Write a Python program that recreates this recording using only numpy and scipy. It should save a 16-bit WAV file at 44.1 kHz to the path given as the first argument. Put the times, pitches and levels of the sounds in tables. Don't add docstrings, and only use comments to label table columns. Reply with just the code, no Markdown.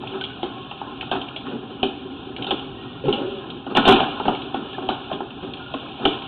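import sys
import numpy as np
from scipy import signal
from scipy.fft import rfft, irfft, next_fast_len
from scipy.io import wavfile
from scipy.ndimage import uniform_filter1d

SR = 44100
rng = np.random.default_rng(int(sys.argv[2]) if len(sys.argv) > 2 else 0)


def store_wav(level_fs):
    pcm = np.round(np.clip(np.atleast_2d(level_fs), -1, 1) * 32767)
    wavfile.write(sys.argv[1], SR, pcm.T.astype(np.int16))


def invert_db(level):
    return 10 ** (np.asarray(level, dtype=float) / 20)


N = 276727


def rms_one(x):
    return x / np.sqrt(np.mean(x ** 2, axis=-1, keepdims=True) + 1e-20)


def drift(rate_hz):
    hop = 40
    pole = np.exp(-2 * np.pi * rate_hz * hop / SR)
    noise = rng.standard_normal(N // hop + 2002)
    slow = rms_one(signal.lfilter([1], [1, -2 * pole, pole ** 2], noise)[2000:])
    return np.interp(np.arange(N) / hop, np.arange(len(slow)), slow)


def grains(shape, spread_db):
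    size_db = spread_db * np.minimum(rng.exponential(1, shape), 5)
    return rms_one(rng.standard_normal(shape) * invert_db(size_db))


def mode_bank(modes, size, least_width=0.045):
    hz, width_hz, level_db = np.transpose(modes)[:, :, None]
    z = np.exp(-2j * np.pi * np.arange(size // 2 + 1) / size)
    r = np.exp(-np.pi * np.maximum(width_hz, least_width * hz) / SR)
    poles = 1 - 2 * r * np.cos(2 * np.pi * hz / SR) * z + r * r * z * z
    response = (1 - r * r) / 2 * (1 - z * z) / poles
    sign = (-1.0) ** np.arange(len(modes))[:, None]
    return response * invert_db(level_db) * sign


def rumble():
    # resonance in Hz, width in Hz, level in dB.
    rumble_modes = [(43.3, 9.2, -8), (79.5, 26, -6), (124.1, 17, 1.5), (164, 48, -4.5)]
    size = next_fast_len(N)
    response = mode_bank(rumble_modes, size).sum(axis=0)
    noise = irfft(rfft(rng.standard_normal(size)) * response, size)[:N]
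    return rms_one(noise) * invert_db(-45 + 1.3 * drift(2.1))


def drag(modes, grit_db, patchy_db):
    size = next_fast_len(N)
    rub = rfft(grains(N, grit_db), size)
    together = drift(12.0)
    out = np.zeros(N)
    for response in mode_bank(modes, size):
        swell_db = patchy_db * (0.7 * together + drift(22.0))
        out += irfft(rub * response, size)[:N] * invert_db(swell_db)
    return rms_one(out)


def effort(column, pull_db, gritty, shake_db):
    # time in seconds, pull level in dB, grittiness in dB.
    pull = [(0.0, -32, -2.5), (0.3, -35, 3.5), (1.89, -36, -2.5), (2.23, -35.5, 1), (2.58, -38.5, -3.5),
            (2.81, -35.5, 1), (3.07, -35.5, 1.5), (3.21, -28.5, -9), (3.3, -31.5, 0.5), (3.47, -33, -3),
            (3.72, -41, 2.5), (3.91, -16.5, -3), (4.09, -31.5, 6.5), (4.59, -32.5, 0), (5.05, -33.5, 2.5),
            (5.24, -36, -1), (6.04, -34.5, 7.5), (6.27, -35.5, 5)]
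    rise_s, t60_s = 0.013, 1
    s, level_db, grit_db = np.transpose(pull)
    t = np.arange(N) / SR
    haul_db = pull_db + np.interp(t, s, level_db + gritty * grit_db)

    rows = contacts()
    power = invert_db(2 * (rows[:, column] + shake_db))
    kicks = np.bincount((rows[:, 0] * SR).astype(int), power, N)
    decay_t = t[:SR]
    decay = (1 - np.exp(-decay_t / rise_s)) * invert_db(-120 * decay_t / t60_s)
    shiver = signal.fftconvolve(kicks, decay)[:N]
    return np.sqrt(invert_db(2 * haul_db) + np.abs(shiver))


def contacts():
    # start in seconds, cage, drum and sheath in dB, bounce t60 in seconds.
    raps = [(.036, -23.5, -39, -47, .08), (.431, -16.5, -20.5, -27.5, 0.39), (.815, -19, -30.5, -46.5, .14),
            (1.831, -11.5, -12.5, -16.5, 0.11), (4.005, -7.5, -23, -22.5, .1), (4.2, -14, -23, -34, 0.069),
            (4.282, -6, -17.5, -23, 0.2), (4.544, -14, -22, -32, 0.29), (4.782, -19, -24.5, -45.5, 0.087),
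            (4.89, -9.5, -21, -22, 0.35), (5.115, -15.5, -26, -38, 0.29), (5.205, -18, -25, -46, 0.082)]
    # start in seconds, sheath in dB, cage in dB.
    ticks = [(0.074, -27.5, -41), (.212, -25, -31), (.24, -22.5, -31), (0.713, -28.5, -22.5),
             (1.011, -23, -35), (1.216, -26.5, -23.5), (1.286, -31.5, -31), (1.363, -24, -26.5),
             (2.365, -27.5, -40), (2.424, -25, -29), (2.445, -25.5, -23), (2.595, -32, -50),
             (3.503, -29.5, -61), (4.35, -27, -39.5), (4.42, -29, -38), (4.732, -30.5, -60.5),
             (5.307, -35, -41), (5.537, -28.5, -38), (5.571, -35, -33.5), (6.129, -26, -35.5),
             (6.222, -32, -34.5)]
    # start in seconds, drum in dB, cage in dB.
    slumps = [(0.117, -29.5, -32), (.134, -27, -21), (.899, -41.5, -28), (1.453, -31, -21.5),
              (1.468, -23, -29.5), (1.511, -25.5, -27), (1.696, -29.5, -28.5), (2.25, -33.5, -43),
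              (2.383, -25, -22.5), (3.041, -25, -30), (3.196, -32, -29), (3.7, -23, -18.5),
              (3.979, -33, -29), (4.822, -25.5, -19), (5.099, -41.5, -18), (5.426, -25, -28.5),
              (5.829, -31, -45.5), (5.998, -26, -20.5), (6.02, -25.5, -19.5)]
    # start in seconds, cage, drum and sheath in dB, bounce t60 in seconds.
    firm = [(1.027, -21.5, -31, -34, .1), (1.115, -7.5, -20.5, -19.5, 0.17),
            (1.154, -13.5, -22.5, -30.5, 0.15), (2.468, -18, -25, -23, 0.23),
            (2.509, -9, -18, -14.5, 0.066), (3.056, -21, -20, -34, 0.25), (3.084, -16.5, -20.5, -28, 0.2),
            (3.128, -20, -26.5, -17, 0.25), (3.666, -19, -21.5, -36.5, .15),
            (4.254, -14, -18.5, -28.5, 0.28), (5.128, -24.5, -23.5, -26.5, 0.11),
            (5.74, -14, -19.5, -26.5, 0.038), (6.054, -2.5, -11.5, -11, 0.031),
            (6.074, -33, -29, -23.5, 0.045)]
    # start in seconds, cage in dB, sheath in dB, bounce t60 in seconds.
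    clatter = [(3.752, -6, -15.5, .25), (3.765, -11, -13, 0.093), (3.771, 2.5, -13.5, .06),
               (3.793, -12.5, -21.5, .13), (3.854, -4.5, -11.5, 0.18), (3.872, -4.5, -15.5, 0.16),
               (3.878, 5.5, -9, .15), (3.889, -0.5, -13, 0.11), (3.902, -10, -13, 0.15),
               (3.923, 0, -11.5, 0.068), (3.94, -9.5, -17, .2)]
    rows = [(*row, -0.88) for row in firm]
    rows += [(*row, 4) for row in raps]
    rows += [(s, cage_db, cage_db - 11.5, sheath_db, t60_s, -3.8) for s, cage_db, sheath_db, t60_s in clatter]
    rows += [(s, cage_db, sheath_db - 14.5, sheath_db, 0.069, 0) for s, sheath_db, cage_db in ticks]
    rows += [(s, cage_db, drum_db, drum_db - 11, 0.36, -5.5) for s, drum_db, cage_db in slumps]
    return np.array(rows)


def knocks(modes, contact, column, crack_s, rise_s, bounce_db, linger, vary_db, trim_db, low_hz, snap, late_ms):
    rows = contacts()
    size = contact.shape[1]
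    t = np.arange(size) / SR
    hardness_db = rows[:, 5:]
    rise = 1 - np.exp(-t / (rise_s * invert_db(-1.5 * hardness_db)))
    t60_s = np.clip(linger * rows[:, 4:5], 0.01, 0.28)
    shape = rise * (np.exp(-t / crack_s) + invert_db(bounce_db - 60 * t / t60_s))

    strength = invert_db(vary_db * rng.standard_normal((len(rows), len(modes))))
    rings = irfft(rfft(contact * shape) * (strength @ mode_bank(modes, size)))
    high_pass = signal.butter(2, low_hz, "high", fs=SR, output="sos")
    rings = signal.sosfilt(high_pass, rings)
    rings = rings / np.sqrt(np.mean(rings[:, :900] ** 2, axis=1, keepdims=True))

    snap_hz, snap_s, snap_db = snap
    pitch_hz = snap_hz * (1 + 0.055 * rng.standard_normal((len(rows), 1)))
    pulse = t / snap_s * np.exp(1 - t / snap_s) * np.sin(2 * np.pi * pitch_hz * t)
    rings = rings + invert_db(snap_db + hardness_db) * pulse

    out = np.zeros(N + size)
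    for row, ring in zip(rows, rings):
        at = round((row[0] - 0.0012 + late_ms / 1000) * SR)
        out[at:at + size] += ring * invert_db(row[column] + trim_db)
    return out[:N]


def cage(contact):
    # resonance in Hz, width in Hz, level in dB.
    cage_modes = [(564, 14, -13.5), (685, 67, -7.5), (732, 73, -1.5), (766.8, 62, 0.5), (830.5, 55, -4.5),
                  (892, 150, -10.5), (950, 52, -8.5), (1050, 66, -4.5), (1096, 230, -9.5), (1272, 120, -10),
                  (1424, 140, -6.5), (1502, 356, -9.5), (1690, 360, -16)]
    hits = knocks(cage_modes, contact, column=1, crack_s=0.0009, rise_s=0.0017, bounce_db=-10, linger=0.74,
                  vary_db=1.5, trim_db=-18.5, low_hz=295, snap=(790, 0.0016, 14), late_ms=0.8)
    rub = drag(cage_modes, grit_db=2.5, patchy_db=1.0)
    return hits, rub * effort(column=1, pull_db=-8.5, gritty=0.1, shake_db=-28.5)


def drum(contact):
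    # resonance in Hz, width in Hz, level in dB.
    drum_modes = [(118.2, 19, -11), (219, 62.6, -7), (274.9, 45.2, 2), (299.7, 40.7, 0), (324.5, 35, -4),
                  (388, 15.2, -2), (437.8, 16, -7.5), (485, 150, -17)]
    hits = knocks(drum_modes, contact, column=2, crack_s=0.0073, rise_s=0.0024, bounce_db=-6.0, linger=1.3,
                  vary_db=2.0, trim_db=-8, low_hz=180, snap=(330, 0.002, 5), late_ms=1.2)
    rub = drag(drum_modes, grit_db=1.5, patchy_db=1.4)
    return hits, rub * effort(column=2, pull_db=-3, gritty=-0.6, shake_db=-17.5)


def sheath(contact):
    # resonance in Hz, width in Hz, level in dB.
    sheath_modes = [(2274, 67, -13), (2270, 180, -12), (2482, 360, -1.5), (2693, 517, 2), (2853, 286, 3),
                    (3199, 198, -1), (3293, 128, 0), (3537, 130, -5.5), (3875, 150, -8.5),
                    (4140, 540, -11.5), (4240, 110, -9.5)]
    hits = knocks(sheath_modes, contact, column=3, crack_s=0.0013, rise_s=0.002, bounce_db=-18, linger=1.0,
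                  vary_db=2.5, trim_db=-9, low_hz=910, snap=(3100, 0.0008, 12), late_ms=-0.801)
    rub = drag(sheath_modes, grit_db=3.0, patchy_db=0.7)
    return hits, rub * effort(column=3, pull_db=-10, gritty=0.6, shake_db=-22)


def room(x):
    t60_s, build_s = 0.38, 0.0047
    t = np.arange(SR // 2) / SR
    tail = rng.standard_normal(len(t)) * invert_db(-60 * t / t60_s) * np.clip(t / build_s, 0, 1)
    return signal.fftconvolve(x, tail / np.sqrt(np.sum(tail ** 2)))[:N]


def squeaks():
    # start in seconds, length in seconds, pitch in Hz, level in dB.
    squeak_events = [(0.211, 0.027, 1520, -35.5), (0.275, 0.097, 1502, -48.5), (0.501, 0.4, 1084, -49),
                     (0.833, 0.15, 1044, -44.5), (2.72, 0.39, 1870, -59.5), (3.034, 0.095, 139, -29),
                     (3.039, 0.044, 430, -28.5), (3.04, 0.14, 508, -32.5), (3.079, 0.07, 385, -20),
                     (3.068, 0.13, 193, -48), (3.074, 0.066, 822, -34), (3.079, 0.043, 1063, -38),
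                     (3.129, 0.069, 811, -31.5), (3.181, 0.28, 388, -34), (3.101, 0.37, 561.5, -41.5),
                     (4.734, 0.025, 1717, -42.5), (5.595, 0.26, 1423, -46.5), (5.819, 0.14, 1053, -51)]
    size = 16384
    out = np.zeros(N + size)
    for s, length_s, hz, level_db in squeak_events:
        response = mode_bank([(hz, 35, 0)], size, least_width=0)[0] ** 2
        tone = irfft(rfft(rng.standard_normal(size)) * response)
        swell = np.sin(np.pi * np.clip(np.arange(size) / SR / length_s, 0, 1) ** 0.45)
        gain = invert_db(level_db) * np.sqrt(length_s * SR / size)
        at = round(s * SR)
        out[at:at + size] += gain * rms_one(tone * swell)
    return out[:N]


def scene():
    contact = grains((len(contacts()), 8192), spread_db=4.0)
    cage_hits, cage_rub = cage(contact)
    drum_hits, drum_rub = drum(contact)
    sheath_hits, sheath_rub = sheath(contact)
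    hits = cage_hits + drum_hits + sheath_hits
    rubbing = cage_rub + drum_rub + sheath_rub
    mix = rumble() + rubbing + hits + invert_db(-7.5) * room(hits) + squeaks()
    return mix[None]


def low_pass(x):
    return signal.sosfilt(signal.butter(12, 16000, fs=SR, output="sos"), x)


def record(dry):
    notch_hz, notch_width_hz = 2010, 240
    squash, skew, overload = 0.63, 0.62, 0.71
    run_in, fade = 2048, 64
    padded = np.pad(dry, ((0, 0), (run_in, 0)), "reflect")
    notched = signal.lfilter(*signal.iirnotch(notch_hz, notch_hz / notch_width_hz, fs=SR), padded)
    squashed = notched / (1 + (notched / squash) ** 4) ** 0.25
    thud = skew * uniform_filter1d(squashed ** 2, size=88)
    bent = signal.lfilter([1, -1], [1, -0.998], squashed + thud)
    dull = signal.sosfilt(signal.butter(14, 3942, fs=SR, output="sos"), bent)
    dull = signal.sosfilt(signal.ellip(10, 0.3, 80, 4450, fs=SR, output="sos"), dull)
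    clipped = np.clip(dull[:, run_in:], -overload, overload)
    fade_out = np.minimum(np.arange(N)[::-1] / fade, 1)
    return low_pass(clipped * fade_out)


dry = scene()
out = record(dry)
store_wav(out)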